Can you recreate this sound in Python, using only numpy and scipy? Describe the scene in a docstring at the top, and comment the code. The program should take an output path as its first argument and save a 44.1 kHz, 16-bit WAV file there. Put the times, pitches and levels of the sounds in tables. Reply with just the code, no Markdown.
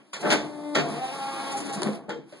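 """A paper guillotine makes one cut in a workshop, heard in two channels close enough to lead the room.
Valves click, the clamp runs down and slams, the clutch bangs in and the brake knocks: noise bursts ring a frame.
The pump, a stack of overtones, sags under load and partly recovers; filtered noise makes the gear train roar.
The knife rasps through the stack in bright noise clumps, over a workshop hum of shaped noise.
The channels share the treble in even bands and fade out above 11 kHz."""
import sys
import numpy as np
from scipy import signal
from scipy.fft import rfft, irfft, next_fast_len
from scipy.io import wavfile
from scipy.ndimage import uniform_filter1d, map_coordinates

SR = 44100
rng = np.random.default_rng(int(sys.argv[2]) if len(sys.argv) > 2 else 0)


def dump_mix(stems):
    """Bounce the given channels to the path in sys.argv[1] as a 16-bit WAV at rate SR."""
    frames = np.atleast_2d(stems).T  # one column per channel
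    limited = np.clip(frames, -1, 1)  # hard clip at full scale
    pcm = np.round(limited * 32767).astype(np.int16)
    wavfile.write(sys.argv[1], SR, pcm)


def gain_from_db(level_db):
    """Convert decibel levels to linear amplitude factors (20 dB per decade)."""
    decades = np.asarray(level_db, float) / 20
    return 10 ** decades


N = 105840  # samples, 2.4 s


def along(points, hz):
    """Reads (f/Hz, value) points on a log frequency axis."""
    f, v = np.transpose(points)
    return np.interp(np.log(hz + 1), np.log(f + 1), v)


def unit(x):
    """Scales x to rms 1."""
    return x / np.sqrt(np.mean(x ** 2) + 1e-20)


def curves(rows):
    """Gives one value per sample for each column after the time."""
    s, *cols = np.transpose(rows)
    return [np.interp(np.arange(N) / SR, s, c) for c in cols]


def wobble(rate, n):
    """A smooth random curve of n samples, with rate knots a second."""
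    knots = rng.standard_normal(int(n * rate / SR) + 4)
    return map_coordinates(knots, [np.arange(n) * rate / SR])


def filtered(x, response):
    """Multiplies the spectrum of x by a response of frequency."""
    n = x.shape[-1]
    m = next_fast_len(n + 8192)  # room for the response to die away
    return irfft(rfft(x, m) * response(np.fft.rfftfreq(m, 1 / SR)), m)[..., :n]


def ringing(table):
    """Response of causal resonances (f/Hz, width/Hz, level/dB), summed with alternating sign."""
    def response(f):
        total = 0
        for k, (centre, width, db) in enumerate(table):
            damping = 1j * f * width
            total = total + (-1) ** k * gain_from_db(db) * damping / (centre * centre - f * f + damping)
        return total
    return response


ATTACK_S, RATTLE_PER_S = 0.0033, 700  # rise time constant; knots a second of the lumps


def burst(length_s, t60, rattle_db):
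    """Noise in lumps: contacts come up quickly, hold for length_s, then decay."""
    t = np.arange(SR // 2) / SR
    shape = (1 - np.exp(-t / ATTACK_S)) * gain_from_db(-60 * np.maximum(t - length_s, 0) / t60)
    return shape * gain_from_db(rattle_db * wobble(RATTLE_PER_S, len(t))) * rng.standard_normal(len(t))


# blows in the mechanism: t/s, level/dB (loudest short stretch), rattle length/s, tilt/(dB per octave,
# gentler in the bass), f/Hz near which the struck part rings
BLOWS = [(0.131, -35.5, 0.027, 3.5, 1050), (0.208, -31, 0.0087, 14, 1210), (0.227, -24.5, 0.023, -4.5, 540),
         (.249, -24, 0.052, -4, 740), (.301, -19, 0.018, 4, 600), (0.321, -20, 0.002, -2, 970),
         (0.748, -21.5, 0.0015, 3.5, 1500), (.755, -22.5, 0.005, -0.5, 1730), (.768, -24, 0.032, 1, 386),
         (1.547, -39, 0.031, -0.5, 293), (1.629, -38.5, .08, -5, 283), (1.76, -33.5, 0.024, -6.5, 205),
         (1.822, -29, 0.0016, -5.5, 675), (1.842, -25, 0.034, -5, 320), (1.863, -40, 0.023, -6.5, 201),
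         (1.932, -45, 0.011, -11, 630), (2.082, -31.5, 0.0072, -12, 663), (2.09, -31.5, 0.016, 1, 1400),
         (2.112, -40, 0.02, -6, 440), (2.144, -42, 0.071, -20.5, 457), (2.322, -52, 0.0039, 2, 530)]
# modes of the cast frame: f/Hz, relative level/dB, t60/s
FRAME_MODES = [(153, -2, .15), (205, 0, .12), (283, 0, .16), (340, 0, .14), (430, -3, .16), (478, -3, .22),
               (575, 0, .15), (670, -2, .16), (865, 0, .16), (1100, -4, .16), (1400, -3, .12),
               (1610, -4, .12), (1814, -5, .14), (3187, -10, .08)]
# colour of a blow before its tilt and ringing: f/Hz, level/dB
BLOW_COLOUR = [(60, -25.5), (110, -22), (150, -7), (200, -0.5), (600, -1), (1500, -3), (3000, -7),
               (5500, -16.5), (10800, -34.5)]
RING_DB, RATTLE_DB = 2.5, 3  # offset of every mode; unevenness of the rattle
DIES_S, REACH_OCTAVES = 0.11, 1  # t60 of a rattle; distance from the struck part at which modes lose 6 dB


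def knocks():
    """Each blow is a short rattle of steel on steel that rings the nearby part of the frame."""
    out = np.zeros(N + SR)
    for s, db, length_s, bright_db, part_hz in BLOWS:
        modes = []
        for (hz, level, t60), scatter in zip(FRAME_MODES, rng.standard_normal(len(FRAME_MODES))):
            width_hz = np.log(1000) / np.pi / t60
            loss_db = 6 * (np.log2(hz / part_hz) / REACH_OCTAVES) ** 2
            mode_db = RING_DB + level + 10 * np.log10(t60 * 40) + 2 * scatter - loss_db
            modes.append((hz, width_hz, mode_db))

        def struck(f):
            colour_db = along(BLOW_COLOUR, f) + bright_db * np.log2((f + 250) / 900)
            return gain_from_db(colour_db) * (1 + ringing(modes)(f))

        blow = filtered(burst(length_s, DIES_S, RATTLE_DB), struck)
        loudest = np.sqrt(np.max(uniform_filter1d(blow ** 2, size=300)))
        out[round(s * SR):][:len(blow)] += gain_from_db(db) * blow / loudest
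    return out[:N]


# single frame parts set shaking: t/s, level/dB, f/Hz, time driven/s
SHAKEN_PARTS = [(0.227, -32, 860, 0.013), (0.229, -34.5, 330, 0.032), (0.246, -34, 1550, 0.024),
                (.262, -28, 590, 0.053), (.32, -27, 300, 0.032), (.325, -33.5, 640, 0.02),
                (.752, -24.5, 285, 0.061), (0.752, -30, 1612, 0.0095), (.754, -36, 1818, 0.0093),
                (.76, -26.5, 640, 0.019), (.8, -40.5, 150, 0.197), (1.841, -34, 155, 0.052),
                (1.6, -34.5, 285, 0.091), (1.754, -32.5, 205, 0.029), (1.8, -29.5, 352, 0.048),
                (1.858, -23.5, 208, 0.0361), (1.885, -31.5, 510, 0.011), (1.915, -39, 670, 0.053),
                (2.035, -50, 670, 0.035), (2.09, -30.5, 861, 0.0063), (2.092, -40, 479, 0.048),
                (2.105, -33, 323, 0.017), (2.119, -44, 3187, 0.018), (2.145, -39.5, 479, 0.041),
                (2.17, -38.5, 335, 0.028), (2.324, -37.5, 570, 0.0078), (2.35, -53, 290, .02)]
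RING_RISE_S, RING_T60, RING_SHAKE_DB = 0.0026, 0.059, 1.5  # rise/s, decay/s, level unevenness/dB


def rings():
    """One part rings at its own pitch while it is shaken, then dies away."""
    out, t = np.zeros(N + SR), np.arange(SR // 4) / SR
    for s, db, hz, driven_s in SHAKEN_PARTS:
        decay_db = -60 * np.maximum(t - driven_s, 0) / RING_T60
        shape = (1 - np.exp(-t / RING_RISE_S)) * gain_from_db(RING_SHAKE_DB * wobble(55, len(t)) + decay_db)
        turns = hz * t + 0.073 * wobble(64, len(t))
        out[round(s * SR):][:len(t)] += gain_from_db(db) * shape * np.sin(2 * np.pi * turns)
    return out[:N]


# spikes in the snaps of latches and the blade meeting the stick, rows at one time making one click:
# t/s, starting level of the tone/dB, f/Hz, t60/s
SPIKES = [(.133, -30, 1100, .035), (.137, -34, 7000, .04), (.143, -29, 3500, .03), (.168, -28, 600, .01),
          (.3315, -14, 2500, .004), (.7555, -17, 1800, .012), (1.82, -17, 700, .008),
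          (1.82, -21, 9500, .003), (1.8202, -23, 4500, .003), (1.82, -24, 6900, .003),
          (1.8327, -17, 4200, .004), (1.8327, -22, 6900, .004), (1.8327, -19, 9500, .004),
          (2.094, -36, 1000, .015)]
CRACK, CRACK_REACH = .9, 5  # noise rms against the tone's peak; noise corner over the tone's frequency


def snaps():
    """Each row is a spike with a broad ring and a crack of noise; rows at one time make one click."""
    out, t = np.zeros(N), np.arange(SR // 20) / SR
    for s, db, hz, t60 in SPIKES:
        keep = np.exp(-2 * np.pi * CRACK_REACH * hz / SR)
        noise = unit(signal.lfilter([1], [1, -keep], rng.standard_normal(len(t))))
        tone = np.cos(2 * np.pi * hz * t)
        out[round(s * SR):][:len(t)] += gain_from_db(db - 60 * t / t60) * (tone + CRACK * noise)
    return filtered(out, lambda f: f * f / (f * f + 200 ** 2))  # takes off the bass


# resonances of the machine casing: f/Hz, width/Hz, level over the direct sound/dB
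CASING_MODES = [(145.8, 15.6, 13), (213, 48, 13), (309.7, 39, 8), (383, 64, 10), (683.4, 44, 4),
                (805, 82, 8.5), (1111, 44, 6), (1235, 24, 7.5), (2570, 69, 3)]


def casing(f):
    """Gain of the resonant casing around the pump and gears, without phase."""
    return np.abs(1 + ringing(CASING_MODES)(f))


# pump course: t/s, pulse rate f/Hz, level over the overtone tables/dB,
# brightness/(dB per octave about the third overtone, flat above the sixth)
PUMP_COURSE = [(.3, 299.4, -71, -6), (.42, 298.7, -38, 1.5), (.55, 296.9, -37.5, 0),
               (.74, 295.8, -31.5, -0.5), (.8, 231.8, -39.5, 13.5), (.85, 231.7, -39, -3),
               (.91, 223.5, -36, -7.5), (.95, 229.1, -35, -2), (.98, 238.1, -34.5, -2.5),
               (1.0, 257.2, -35, -2), (1.08, 262, -35, -0.5), (1.15, 271.8, -35, -3),
               (1.3, 273.1, -34.5, -0.5), (1.5, 274.2, -31, -3), (1.62, 276, -39, -1),
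               (1.72, 274.9, -37, 2), (1.8, 275.5, -42.5, 7.5), (1.95, 278.4, -60, -3),
               (2.05, 261, -75, -6)]
# overtone levels when idling: f/Hz, level/dB
IDLING_COLOUR = [(296, 0), (592, -5), (888, -10.5), (1184, -18), (1480, -27.5), (1776, -26.5),
                 (2072, -21.5), (2660, -37), (3256, -34), (3552, -26), (4440, -31), (5300, -33.5),
                 (6500, -43), (8300, -32.5), (10000, -32.5)]
# overtone levels under load, before the casing: f/Hz, level/dB
LOADED_COLOUR = [(200, -18.5), (300, -12), (440, 2), (560, -6.5), (700, 6), (850, -12), (1100, -10),
                 (1400, -8.5), (2000, -11), (4000, -12.5), (10000, -40)]
LOAD_S = .77  # the clutch closes
JITTER_FREE, JITTER_LOADED, WANDER = 0.003, 0.016, 0.035  # pulses: quick scatter; slow, loaded shaft only
SCATTER_DB, WAVER_FREE_DB, WAVER_LOADED_DB = 1.5, 2, 3  # whole level; each overtone idling and loaded


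def pump():
    """The piston pulses as 37 overtones: clean when idling, rougher and throatier under load."""
    rate_hz, level_db, bright_db = curves(PUMP_COURSE)
    loaded = np.arange(N) / SR > LOAD_S
    jitter = np.where(loaded, JITTER_LOADED, JITTER_FREE) * wobble(120, N)
    turns = np.cumsum(rate_hz) / SR + jitter + WANDER * loaded * wobble(25, N)
    k = np.arange(1, 38)[:, None]
    db = np.where(loaded, along(LOADED_COLOUR, k * rate_hz), along(IDLING_COLOUR, k * rate_hz))
    # each overtone swells on its own
    knots = rng.standard_normal((len(k), 90))
    waver = np.array([np.interp(np.arange(N), np.linspace(0, N, 90), row) for row in knots])
    db += np.where(loaded, WAVER_LOADED_DB, WAVER_FREE_DB) * waver
    db += bright_db * np.log2(np.minimum(k, 6) / 3)
    phases = rng.random((len(k), 1))
    stack = np.sum(gain_from_db(db) * np.sin(2 * np.pi * (k * turns + phases)), axis=0)
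    stack = np.where(loaded, filtered(stack, lambda f: .5 * casing(f)), stack)
    return gain_from_db(level_db + SCATTER_DB * wobble(60.02, N)) * stack


# gear mesh tones, one list each: t/s, f/Hz, level/dB (all played 1 dB up)
MESH_TONES = [
    [(0.98, 767, -53), (1.02, 775, -32), (1.074, 780, -40), (1.146, 831.0, -53), (1.224, 808, -31.5),
     (1.306, 816, -44.5), (1.404, 818.7, -36.5), (1.46, 851.6, -40), (1.482, 819, -45), (1.586, 821, -31.5),
     (1.602, 816.3, -56), (1.65, 837.8, -48), (1.722, 808, -40), (1.78, 822, -47)],
    [(1.1, 870.3, -44.5), (1.25, 888, -44), (1.35, 906, -49), (1.42, 929, -44), (1.5, 914, -43),
     (1.56, 893, -53)],
    [(0.97, 703.2, -30), (0.994, 677, -38), (1.034, 668, -43.5), (1.14, 711, -48)],
    [(1.1, 1202, -65), (1.17, 1190, -41), (1.188, 1194, -62), (1.4, 1203, -38)],
]
WHINE_WAVER_HZ, WHINE_WAVER_DB, WHINE_FADE_S = 10.97, 3, .02


def whine():
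    """Meshing gears sing a few unsteady tones beside the pump's overtones."""
    t, out = np.arange(N) / SR, np.zeros(N)
    for rows in MESH_TONES:
        hz, db = curves(rows)
        gate = np.clip(np.minimum(t - rows[0][0], rows[-1][0] - t) / WHINE_FADE_S, 0, 1)
        turns = np.cumsum(hz + WHINE_WAVER_HZ * wobble(39.95, N)) / SR
        level = gain_from_db(db + 1 + WHINE_WAVER_DB * wobble(35.55, N))
        out += gate * level * np.sin(2 * np.pi * turns)
    return out


# gear train and oil: t/s, level/dB, brightness (each step lifts the treble by 3.44 dB)
DRIVE_COURSE = [(.13, -70, 4.5), (.15, -57, -2), (.2, -43, 2.5), (.24, -33.5, -0.5), (.34, -27.5, 3.5),
                (.37, -27.5, -6), (.45, -35.5, -2), (.56, -42, -1), (.73, -44.5, -1), (.78, -24, -4),
                (.92, -35, 1), (1.1, -41.5, 3.5), (1.3, -44.5, 4), (1.5, -37.5, 3), (1.7, -40, 1.5),
                (1.8, -34.5, 0.5), (1.86, -31.5, -1), (1.95, -38.5, 1.5), (2.02, -45.5, -3),
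                (2.2, -48, -7.5), (2.3, -75.5, 8.5)]
# colour of the gear noise before the casing: f/Hz, level/dB
GEAR_COLOUR = [(60, -8.5), (110, -3.5), (160, -3.5), (300, 3), (700, 3), (1200, -5), (2500, -12),
               (5000, -13.5), (7000, -21.5), (10800, -13)]


def drive():
    """Meshing teeth and oil: grainy noise through the casing, with changing brightness."""
    level_db, bright = curves(DRIVE_COURSE)
    grain = gain_from_db(1.0 * wobble(300, N) + 1.52 * wobble(25.53, N)) * rng.standard_normal(N)
    body = unit(filtered(grain, lambda f: gain_from_db(along(GEAR_COLOUR, f)) * casing(f)))
    low = filtered(body, lambda f: 1 / (1 + (f / 1500) ** 2))
    return gain_from_db(level_db) * (low + gain_from_db(3.44 * bright) * (body - low))


# the knife tearing sheets: t/s, level/dB (all played 7.5 dB up, before the paper's colour), length/s
TEARS = [(1.511, -47, 0.024), (1.566, -41, 0.027), (1.6, -42, 0.0095), (1.647, -48, 0.026),
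         (1.687, -51, 0.021), (1.725, -42, 0.03), (1.754, -63, 0.016)]
# colour of tearing paper: f/Hz, level/dB
PAPER_COLOUR = [(1000, 5), (2500, -0.5), (5000, 0.5), (8000, 3.5), (10800, 3.5)]


def knife():
    """Sheets part in bright scratchy clumps of noise."""
    out = np.zeros(N + SR)
    for s, db, length_s in TEARS:
        out[round(s * SR):][:SR // 2] += gain_from_db(db + 7.5) * burst(length_s, 0.033, 2.64)
    return filtered(out[:N], lambda f: gain_from_db(along(PAPER_COLOUR, f)))


# workshop background: t/s, level/dB
FLOOR_LEVEL = [(0, -51), (.06, -58), (.125, -65), (.14, -68), (.3, -85), (2.2, -56), (2.318, -65),
               (2.335, -42), (2.4, -54.5)]
# colour of the hum: f/Hz, relative level/dB
HUM_COLOUR = [(60, -35), (150, -5), (330, 1), (450, -7.5), (1200, -16.5), (3300, -18), (3600, -36),
              (10800, -39)]
FLUTTER_DB = 2.5


def floor():
    """Shaped noise: the last of an earlier noise fades in the workshop hum, which comes up near the end."""
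    level_db, = curves(FLOOR_LEVEL)
    hum = unit(filtered(rng.standard_normal((2, N)), lambda f: gain_from_db(along(HUM_COLOUR, f))))
    return gain_from_db(level_db + FLUTTER_DB * wobble(10, N)) * hum


# decay of the workshop: f/Hz, t60/s
SHOP_DECAY = [(150, 0.58), (500, 0.29), (2000, 0.32), (10000, 0.31)]


def shop(x):
    """Two unlike answers of the room, each frequency dying at its own speed."""
    hz, t, z = signal.stft(rng.standard_normal((2, SR // 2)), SR, nperseg=256)
    decay = gain_from_db(-60 * t / along(SHOP_DECAY, hz)[:, None])
    tail = signal.istft(z * decay, SR, nperseg=256)[1]
    late = np.pad(x, (200, 0))[None]  # the room answers 200 samples later
    return signal.fftconvolve(late, tail / np.linalg.norm(tail[0]), axes=1)[:, :N]


ROOM_DB = -4.5


def scene():
    """Two unlike pick-ups of the machine; blows feed the room most, tones least, gear noise not at all."""
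    hits = knocks() + rings()
    hum = pump() + whine()
    near = snaps() + knife()
    room = gain_from_db(ROOM_DB) * shop(hits + .5 * hum + 0.68 * near)
    gears = np.array([drive(), drive()])  # a separate noise for each pick-up
    return hits + hum + near + room + gears + floor()


# stereo width below the first treble band: f/Hz, side over mid level/dB
BASS_WIDTH = [(60, -1.5), (150, -4), (500, -7), (900, -7), (1150, -12), (1280, -18)]
LAG = 16  # samples; sets the spacing of the treble bands
SHARP = 0.7  # how abruptly one band hands over to the next


def side_angle(f):
    """Angle whose cosine and sine share each frequency between the channels' sum and difference."""
    bands = np.arctan(np.abs(np.tan(np.pi / 2 - np.pi * f * LAG / SR)) ** SHARP)
    return np.where(f < BASS_WIDTH[-1][0], np.arctan(gain_from_db(along(BASS_WIDTH, f))), bands)


GATE_MID, GATE_SIDE, GATE_GROWS = 0.4, 0.41, 0.33  # shares at 2800 Hz; power by which they grow with f
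TOP_HZ, ROLL_DB_PER_KHZ, BASS_HZ = 10810, 34, 94.5


def kept(share, gate, f):
    """Gaps and band limits: a share under the gate drops out, more so in the treble; both ends roll off."""
    held = share / (1 + (gate * (f / 2800) ** GATE_GROWS / (share + 1e-6)) ** 6)
    treble = gain_from_db(-ROLL_DB_PER_KHZ * np.maximum(f - TOP_HZ, 0) / 1000)
    return held * treble / (1 + (BASS_HZ / (f + 1)) ** 2)


def band_limit(x):
    """A steep low-pass at the top of the band."""
    return signal.sosfilt(signal.butter(12, 12100, fs=SR, output="sos"), x)


def record(dry):
    """Sum and difference of the channels share alternating bands, up to a quarter turn apart either way."""
    knots = rng.standard_normal(120)  # one each 300 Hz

    def smear(f):
        lean = map_coordinates(knots, [f / 300], mode="nearest")
        return np.exp(.5j * np.pi * np.tanh(2.5 * lean))

    mid = filtered(dry[0], lambda f: kept(np.cos(side_angle(f)), GATE_MID, f))
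    side = filtered(dry[1], lambda f: smear(f) * kept(np.sin(side_angle(f)), GATE_SIDE, f))
    return band_limit(np.array([mid + side, mid - side]))


dry = scene()
out = record(dry)
dump_mix(out)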